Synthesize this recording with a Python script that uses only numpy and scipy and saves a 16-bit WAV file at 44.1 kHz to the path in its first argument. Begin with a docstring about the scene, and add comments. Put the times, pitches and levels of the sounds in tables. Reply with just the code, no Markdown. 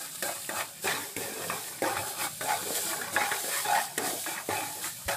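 """Fat sizzles close by as a sweep of the blade dies away; then knocks, grinding and soft pushes follow.
A wooden spatula stirs semolina in hot ghee in a small kitchen.
Sizzle: noise grains and ringing pops, flaring where wet paste meets bare hot metal.
Grinding, paste and drags: random grains through pan resonances, shaped by tables of hand strokes.
Contacts: short pushes and bursts drive the pan; decaying sines are the wood."""
import sys
import numpy as np
from scipy import signal
from scipy.fft import rfft, irfft, next_fast_len
from scipy.io import wavfile
from scipy.ndimage import uniform_filter1d, map_coordinates

SR = 44100
rng = np.random.default_rng(int(sys.argv[2]) if len(sys.argv) > 2 else 0)


def to_wav(sig):
    """Store sig (one row per channel, or 1-D mono) as 16-bit WAV at the path in sys.argv[1].

    Samples outside -1..1 are clipped; the rate is SR.
    """
    pcm = np.clip(np.atleast_2d(sig), -1, 1) * 32767
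    pcm = np.round(pcm).astype(np.int16)
    wavfile.write(sys.argv[1], SR, pcm.T)  # frames by channels


N = 227718
TOP_HZ = 15450


def amp(db):
    """Decibels to gain."""
    return 10 ** (np.asarray(db) / 20)


def unit(x):
    """Scale to rms 1."""
    return x / np.sqrt(np.mean(x ** 2) + 1e-20)


def since(s):
    """Seconds since the moment s, per sample."""
    return np.arange(N) / SR - s


def along(points, hz):
    """(Hz, value) points interpolated on a log frequency axis."""
    f, v = np.transpose(points)
    return np.interp(np.log(hz + 1), np.log(f + 1), v)


def wobble(rate):
    """Smooth random curve, rate knots/s."""
    return map_coordinates(rng.standard_normal(int(N * rate / SR) + 4), [np.arange(N) * rate / SR])


def filtered(x, response):
    """x times a complex response of frequency."""
    size = 2 * next_fast_len(N)
    return irfft(rfft(x, size) * response(np.fft.rfftfreq(size, 1 / SR)), size)[..., :N]


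def coloured(x, spectrum):
    """x through a causal minimum-phase filter, built by folding the cepstrum."""
    def response(hz):
        cepstrum = irfft(np.log(amp(along(spectrum, hz))))
        half = len(cepstrum) // 2
        folded = np.r_[cepstrum[0], 2 * cepstrum[1:half], np.zeros(half)]
        return np.exp(rfft(folded))
    return filtered(x, response)


def resonate(x, modes):
    """x through parallel damped resonances of alternating sign."""
    def response(f):
        total = 0
        for k, (centre, width, db) in enumerate(modes):
            damping = 1j * f * width
            total = total + (-1) ** k * amp(db) * damping / (centre * centre - f * f + damping)
        return total
    return filtered(x, response)


def shifting(x, modes, sway_db, rate):
    """Resonances whose strengths wander at random within +-sway_db."""
    out = np.zeros(N)
    for k, mode in enumerate(modes):
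        out += resonate(x, [mode]) * (-1) ** k * amp(sway_db * np.tanh(wobble(rate)))
    return out


def steady(x, window_s=0.035):
    """Level to rms 1 over short windows; colour and fine grain keep changing."""
    size = round(window_s * SR)
    power = uniform_filter1d(uniform_filter1d(x ** 2, size), size)
    return x / np.sqrt(np.abs(power) + 1e-20)


def drifting(x, depth, rate):
    """Pitch wander by resampling at a speed of 1 + depth * wobble."""
    position = np.cumsum(1 + depth * wobble(rate))
    return map_coordinates(x, [position], mode="mirror")


def grains(rate, scatter_db):
    """Unequal impulses at random moments, rate/s, scaled to rms 1."""
    chance, size, sign = rng.random(N), rng.standard_normal(N), rng.choice([-1, 1], N)
    return unit((chance < rate / SR) * sign * amp(scatter_db * np.clip(size, -2, 2)))


# Stove and kitchen noise spectrum: f/Hz, relative level/dB
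KITCHEN_SPECTRUM = [(25, -69), (55, -16), (100, -4.5), (165, 5.5), (400, -26), (3000, -23.5)]


def background():
    """Low noise of the stove and kitchen, wavering in level."""
    return amp(-57.0 + 3.5 * wobble(10.0)) * unit(coloured(rng.standard_normal(N), KITCHEN_SPECTRUM))


# Wall decay: f/Hz, t60/s
ROOM_DECAY = [(150, 0.043), (1500, 0.16), (12000, 0.055)]


def room(x):
    """Diffuse wall answer: decaying noise tails, crossfaded so that the pattern changes."""
    out = np.zeros(N)
    centres, step = np.linspace(0, N, 16, retstep=True)
    for centre in centres:
        hz, t, z = signal.stft(rng.standard_normal(SR // 3), SR, nperseg=256)
        decay = amp(-60 * t / along(ROOM_DECAY, hz)[:, None])
        tail = signal.istft(z * decay, SR, nperseg=256)[1]
        fade = np.sqrt(np.clip(1 - np.abs(np.arange(N) - centre) / step, 0, 1))
        out += signal.oaconvolve(x * fade, tail / np.linalg.norm(tail))[:N]
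    return out


BUMP_S, BUMP_HZ, BUMP_DB, BUMP_LENGTH_S = 5.069, 77, -35, 0.0089


def bump():
    """One soft deep thud as the pan shifts on its stand: a sine under a Gaussian."""
    t = since(BUMP_S)
    return amp(BUMP_DB) * np.exp(-(t / BUMP_LENGTH_S) ** 2) * np.sin(2 * np.pi * BUMP_HZ * t)


POPS_PER_S, POP_HZ, POP_SPREAD_OCTAVES, POP_DECAY_CYCLES = 130, 7500, 0.63, 1.8
POP_DB = -12.5  # relative to the hiss


def pops(size=128):
    """Bursting bubbles, each a sine decaying over a few cycles at its own pitch."""
    chance, pitch, strength = rng.random(N), rng.standard_normal(N), rng.standard_normal(N)
    at = np.flatnonzero(chance < POPS_PER_S / SR)
    hz = np.minimum(POP_HZ * 2 ** (POP_SPREAD_OCTAVES * pitch[at]), TOP_HZ)
    cycles = hz[:, None] * np.arange(size) / SR
    strengths = amp(2.5 * np.clip(strength[at, None], -2, 2))
    rings = strengths * np.exp(-cycles / POP_DECAY_CYCLES) * np.sin(2 * np.pi * cycles)
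    samples = at[:, None] + np.arange(size)
    return unit(np.bincount(samples.ravel(), rings.ravel(), N)[:N])


# Hiss spectrum of bursting steam: f/Hz, relative level/dB
FAT_SPECTRUM = [(300, -56), (1000, -30), (2700, -3), (3600, 0), (5000, 1.5), (5900, -3), (6900, 1.5),
                (7600, 6), (9400, 4.5), (11800, 1), (14000, 1), (15300, -6)]


def sizzle(level_db):
    """Steam bubbles bursting in the fat: fine hiss plus sharper single pops."""
    hiss = unit(coloured(grains(rate=20000, scatter_db=0.5), FAT_SPECTRUM))
    return amp(level_db + 0.39 * wobble(50)) * (hiss + amp(POP_DB) * pops())


def pressed(times, lengths, levels_db, shape):
    """Power of presses: fast attack, release as the hand eases off."""
    attack_s, length_share, steepness = shape
    power = np.zeros(N + SR)
    t = np.arange(SR) / SR
    for s, length, db in zip(times, lengths, levels_db):
        release = np.exp(-(t / (length_share * length)) ** steepness)
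        power[round(s * SR):][:SR] += (amp(db) * (1 - np.exp(-t / attack_s)) * release) ** 2
    return power[:N]


def swelled(times, lengths, levels_db, shape, fall=1):
    """Power of swells; fall is fall time over rise time."""
    power = np.zeros(N)
    for s, length, db in zip(times, lengths, levels_db):
        u = since(s) / length
        power += (amp(db) * np.exp(-np.maximum(-u, u / fall) ** shape)) ** 2
    return power


DIP_S, DIP_DB = 0.071, -3


def dipped():
    """Brief dip in the scraping level just before each press, 0 to 1."""
    ahead = [-since(s) / DIP_S for s, *_ in PRESSES]
    return np.max([(u > 0) * np.exp(-u ** 2) for u in ahead], axis=0)


# Blade lands or bites, then slides: t/s, slide/s, paste, grind, pan ring, sizzle level/dB,
# knock, clack, click, wood drive/dB, wood f/Hz. Levels and drives precede the layer gains.
PRESSES = [(0.2245, 0.059, -40.5, -43, -42.5, -37.5, -36, -21, -11.5, -15.5, 1780),
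           (0.4914, 0.071, -44, -48, -45, -54, -33.5, -20, -20, -17.5, 1920),
           (0.8423, 0.07, -36.5, -33.5, -37, -38.5, -41, -32, -21, -40, 2350),
           (1.1645, 0.1, -38.5, -47.5, -45.5, -39, -36, -32, -16, -17, 2250),
           (1.499, 0.047, -43, -43.5, -40, -54, -38, -16.5, -38, -11.5, 1170),
           (1.8206, 0.093, -33, -38.5, -31.5, -40.5, -22.8, -30, -18, -21, 2110),
           (1.968, 0.1, -44, -47, -62, -40.5, -54, -16.5, -24, -15, 1330),
           (2.409, 0.15, -41, -45.5, -47, -39, -37, -18.5, -20.5, -29, 1800),
           (3.1636, 0.078, -38, -34.5, -31, -40, -35, -9.5, -30, -3.5, 1660),
           (3.3154, 0.051, -41, -44.5, -46, -41, -38, -10.5, -23, -10.5, 1820),
           (3.647, 0.097, -42, -42, -33.5, -48, -51, -23, -36, -19, 1700),
           (3.9778, 0.082, -34, -44.5, -40, -43, -30, -15.5, -9, -13.5, 1890),
           (4.262, 0.055, -44, -44, -38.5, -40.5, -51, -19, -38, -18.5, 1200),
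           (4.489, 0.074, -35.5, -40.5, -32.5, -43, -23, -30, -23, -24, 2120),
           (5.081, 0.043, -36, -34, -34, -36, -36, -20.5, -16, -21, 1900)]
# Blade sweeps round the pan: peak t/s, build-up/s, paste, grind, pan ring, sizzle level/dB
SWEEPS = [(0.015, 0.088, -57.5, -50, -54.5, -41), (0.297, 0.015, -48, -46, -35, -48),
          (0.596, 0.052, -57, -38.5, -40.5, -37.5), (0.848, 0.025, -60, -46, -52, -35.5),
          (1.01, 0.16, -49.5, -53, -66, -41), (1.475, 0.16, -47.5, -46.5, -65, -40.5),
          (1.76, 0.2, -56, -55, -56, -61), (2.238, 0.056, -49, -39, -37.5, -34),
          (2.521, 0.044, -54, -38.5, -27, -41), (2.772, 0.027, -59, -46, -58, -44),
          (3.0, 0.24, -49, -45.5, -45.5, -66), (3.149, 0.024, -39.5, -42, -44, -36.5),
          (3.575, 0.1, -50.5, -39.5, -54, -36), (3.758, 0.067, -50, -36, -24, -38),
          (4.07, 0.048, -50, -45.5, -38, -48), (4.39, 0.05, -57, -47, -46, -60),
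          (4.61, 0.12, -48.5, -50.5, -44, -44), (4.861, 0.051, -55.5, -47, -55, -36)]
# Wet paste on bare hot metal, fat flares: peak t/s, half length/s, level/dB
FLARES = [(0.405, 0.3, -41.5), (1.618, 0.15, -41.5), (2.095, 0.029, -39), (2.762, 0.016, -32),
          (2.818, 0.19, -33.5), (3.504, 0.27, -36), (3.833, 0.043, -36.5), (4.076, 0.053, -34),
          (4.204, 0.15, -37), (4.71, 0.34, -42.5)]
# Fat left alone: t/s, level/dB
SIMMER = [(0, -44), (0.8, -48.5), (2.2, -42.5), (5.16, -45.5)]
RESTING_GRIND_DB, RESTING_RING_DB, RESTING_PASTE_DB = -57.5, -66, -65  # blade drifting between strokes
# Press response: attack/s, length over slide, release steepness
PASTE_PRESS, GRIND_PRESS = (0.0032, 1, 0.9), (0.006, 2.14, 2.4)
RING_PRESS, SIZZLE_PRESS = (0.0093, 2.11, 1.43), (0.0069, 1.83, 3.8)
SWELL_SHAPE, RING_SWELL_SHAPE = 2.4, 1.63  # 1 = pointed with long skirts, 2 = rounded
SWEEP_FALL = 0.77  # fall over build-up time


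def stirring_levels():
    """Paste, grind, ring and sizzle in dB: powers of rest, presses and sweeps add; stirring wakes the fat."""
    s, slide, paste_db, grind_db, ring_db, fat_db, *_ = np.transpose(PRESSES)
    peak, rise, sweep_paste_db, sweep_grind_db, sweep_ring_db, sweep_fat_db = np.transpose(SWEEPS)

    def stirred(rest_db, press_db, press_shape, sweep_db, swell_shape=SWELL_SHAPE):
        presses = pressed(s, slide, press_db, press_shape)
        return amp(rest_db) ** 2 + presses + swelled(peak, rise, sweep_db, swell_shape, SWEEP_FALL)

    simmer_db = np.interp(since(0), *np.transpose(SIMMER))
    push = stirred(RESTING_PASTE_DB, paste_db, PASTE_PRESS, sweep_paste_db)
    grind = stirred(RESTING_GRIND_DB, grind_db, GRIND_PRESS, sweep_grind_db)
    ring = stirred(RESTING_RING_DB, ring_db, RING_PRESS, sweep_ring_db, RING_SWELL_SHAPE)
    fat = stirred(simmer_db, fat_db, SIZZLE_PRESS, sweep_fat_db)
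    flares = swelled(*np.transpose(FLARES), SWELL_SHAPE)
    blade_db = 10 * np.log10([push, grind, ring]) + DIP_DB * dipped()
    return *blade_db, 10 * np.log10(fat + flares)


# Low pan modes: f/Hz, width/Hz, gain/dB
PAN_BODY = [(101.5, 8.9, -6), (176, 50, -16), (218.6, 8.2, -5.5), (300, 68, -4), (342, 57, -6),
            (401, 58, -2.5), (515, 44, -6.5), (561, 18.6, -1), (643, 48, -6.5)]
# Low knock spectrum: f/Hz, relative level/dB
KNOCK_SPECTRUM = [(35, -46), (70, -19), (105, -25), (150, -9), (210, -6), (300, 1.5), (480, 1.5), (750, -6),
                  (1300, -32.5), (4000, -55)]


def paste(level_db):
    """Soft lumps dragged along excite only low pan modes and a low thump."""
    drag = grains(rate=1200, scatter_db=4.5) * amp(2.0 * wobble(110))
    body = amp(3.5) * steady(shifting(drag, PAN_BODY, sway_db=8.0, rate=12))
    return amp(level_db) * (body + amp(-7.0) * unit(coloured(drag, KNOCK_SPECTRUM)))


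# A heap of paste pushed along: start t/s, length/s, level/dB
DRAGS = [(1.21, 0.37, -44.5), (2.613, 0.2, -41.5), (3.422, 0.13, -43.5), (4.07, 0.13, -40),
         (4.75, 0.076, -48)]
HOLLOW_START_HZ, HOLLOW_END_HZ, HOLLOW_WIDTH_HZ = 328, 610, 230


def drags(count=4):
    """Paste rub with a resonance that climbs, by crossfade, as the hollow behind the blade closes."""
    rub = grains(rate=750, scatter_db=2.0) * amp(2.4 * wobble(110))
    hollows = [[(hz, HOLLOW_WIDTH_HZ, 0)] for hz in np.linspace(HOLLOW_START_HZ, HOLLOW_END_HZ, count)]
    tones = [unit(resonate(resonate(rub, mode), mode)) for mode in hollows]
    body = amp(-12.0) * unit(resonate(rub, PAN_BODY))
    out = np.zeros(N)
    for s, length, db in DRAGS:
        progress = np.clip(since(s) / length, 0, 1)
        hollow = np.zeros(N)
        for k, tone in enumerate(tones):
            hollow += tone * np.sqrt(np.clip(1 - np.abs(progress * (count - 1) - k), 0, 1))
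        out += amp(db) * np.sqrt(np.abs(np.sin(np.pi * progress))) * (hollow + body)
    return out


# Middle and upper pan modes: f/Hz, width/Hz, gain/dB
PAN_RING = [(691, 48, -4.5), (816.4, 38, 2.5), (881, 46, -5)]
PAN_UPPER = [(1144, 200, -2.5), (1346, 43, -2.5), (1444, 76, -4), (1643, 94, 7.5), (1790, 163, 2),
             (2263, 88, 0), (2313, 97, -1), (2563, 24, -0.5), (3020, 34, -9.5), (3533, 88, -6),
             (3807, 95, -7.5)]
# Grit spectrum: f/Hz, relative level/dB
GRIT_SPECTRUM = [(200, -30.5), (400, -9), (600, -7), (1000, -2.5), (1700, 1.5), (2050, -4), (2400, -1.5),
                 (2800, -10), (4600, -11), (6500, -11), (14000, -59.5)]
CRACKS_PER_S, CRACK_DB = 110, -7  # dB relative to the crush
RING_DRIFT_DEPTH, RING_DRIFT_PER_S = 0.00898, 7  # the blade loads the pan and bends its ring


def scrape(grind_db, ring_db):
    """Trapped grains catch and slip, shaking the pan; single hard grains snap."""
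    grip = wobble(130)
    crush = unit(grains(rate=2400, scatter_db=4.0) * amp(2.04 * grip))
    crush = crush + amp(CRACK_DB) * grains(rate=CRACKS_PER_S, scatter_db=-0.5)
    hiss = amp(-1.0) * unit(coloured(crush, GRIT_SPECTRUM))
    upper = amp(1.0) * steady(shifting(crush, PAN_UPPER, sway_db=13.0, rate=24))
    ring = steady(shifting(grains(rate=2000, scatter_db=2.5), PAN_RING, sway_db=6.0, rate=27))
    ring = drifting(ring, RING_DRIFT_DEPTH, RING_DRIFT_PER_S)
    return amp(grind_db) * (hiss + upper) + amp(ring_db) * ring


def blows(times, levels_db, t60, rise):
    """Noise-burst force at each contact, as grains under the blade give way."""
    t = np.arange(SR // 10) / SR
    force = np.zeros(N + SR)
    for s, db in zip(times, levels_db):
        burst = rng.standard_normal(len(t)) * amp(-60 * t / t60) * (1 - np.exp(-t / rise))
        force[round(s * SR):][:len(t)] += amp(db) * burst / np.linalg.norm(burst)
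    return force[:N]


WOOD_T60_S, WOOD_RISE_S = 0.021, 0.00056
WOOD_TIP_HZ, WOOD_TIP_DB = 2503, -10  # stiff tip; dB relative to the main mode


def wood(times, levels_db, pitches_hz):
    """Short spatula ring: one mode pitched by where it touches, one fixed tip mode."""
    t = np.arange(SR // 10) / SR
    tip = amp(WOOD_TIP_DB) * np.sin(2 * np.pi * WOOD_TIP_HZ * t)
    ring = np.zeros(N + SR)
    for s, db, hz in zip(times, levels_db, pitches_hz):
        envelope = amp(db - 60 * t / WOOD_T60_S) * (1 - np.exp(-t / WOOD_RISE_S))
        ring[round(s * SR):][:len(t)] += envelope * (np.sin(2 * np.pi * hz * t) + tip)
    return ring[:N]


# Blade skips over a lump: t/s, knock, clack, click, wood drive/dB, wood f/Hz
SKIPS = [(0.155, -58, -38, -21, -42, 1650), (0.8722, -53, -10.5, -18, -13, 1580),
         (0.9384, -36, -20, -38, -22, 1770), (1.8403, -30, -19, -44, -15, 1620),
         (1.895, -40, -29, -44, -26, 1450), (2.519, -57, -33, -38, -16.5, 1590),
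         (2.7055, -28.5, -35, -45.5, -31, 1820), (2.9312, -66, -20.5, -54, -17.5, 1160),
         (3.013, -40, -20.5, -25, -21, 1400), (3.2154, -32.5, -21, -42, -14, 1370),
         (3.443, -32, -27, -42, -30, 1390), (3.5374, -56, -16, -28, -18, 1680),
         (3.709, -52, -25, -20, -30, 1900), (3.7307, -46, -20, -34, -13, 1450),
         (4.3784, -54, -25, -38, -21.5, 1880), (4.842, -52, -22, -34, -17.5, 1970)]
# Gritty click spectrum: f/Hz, relative level/dB
CLICK_SPECTRUM = [(800, -33), (2500, -8), (3700, -7.5), (6000, -9.5), (8000, -3.5), (11000, -6.5),
                  (15500, -16)]


def contacts():
    """Wood meets metal at presses and skips: low push, pan clack, gritty click, wood ring."""
    landings = np.array(PRESSES)[:, [0, 6, 7, 8, 9, 10]]
    s, knock_db, clack_db, click_db, wood_db, hz = np.vstack([landings, SKIPS]).T
    push = np.bincount(np.round(s * SR).astype(int), amp(knock_db), N)
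    knock = amp(38.5) * coloured(push, KNOCK_SPECTRUM) + amp(32.0) * resonate(push, PAN_BODY)
    hit = blows(s, clack_db, t60=0.047, rise=0.0005)
    clack = coloured(hit, GRIT_SPECTRUM)
    clack = clack + amp(22) * resonate(hit, PAN_UPPER) + amp(17) * resonate(hit, PAN_RING)
    click = amp(17.0) * coloured(blows(s, click_db, t60=0.025, rise=0.0019), CLICK_SPECTRUM)
    return knock + clack + click + amp(-6.0) * wood(s, wood_db, hz)


# Side gain of the room: f/Hz, gain/dB
SIDE_GAIN = [(100, -23), (500, -31.5), (2000, -33), (8000, -20.5)]


def scene():
    """Pan straight ahead; only the room gives a little width."""
    paste_db, grind_db, ring_db, fat_db = stirring_levels()
    stirring = scrape(grind_db, ring_db) + paste(paste_db) + drags() + contacts()
    pan = stirring + sizzle(fat_db) + bump() + background()
    mid = pan + amp(-9.5) * room(pan)
    side = coloured(room(pan), SIDE_GAIN)
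    return np.array([mid + side, mid - side])


def record(dry):
    """Nothing is kept above the band limit."""
    return filtered(dry, lambda hz: hz < TOP_HZ)


dry = scene()
out = record(dry)
to_wav(out)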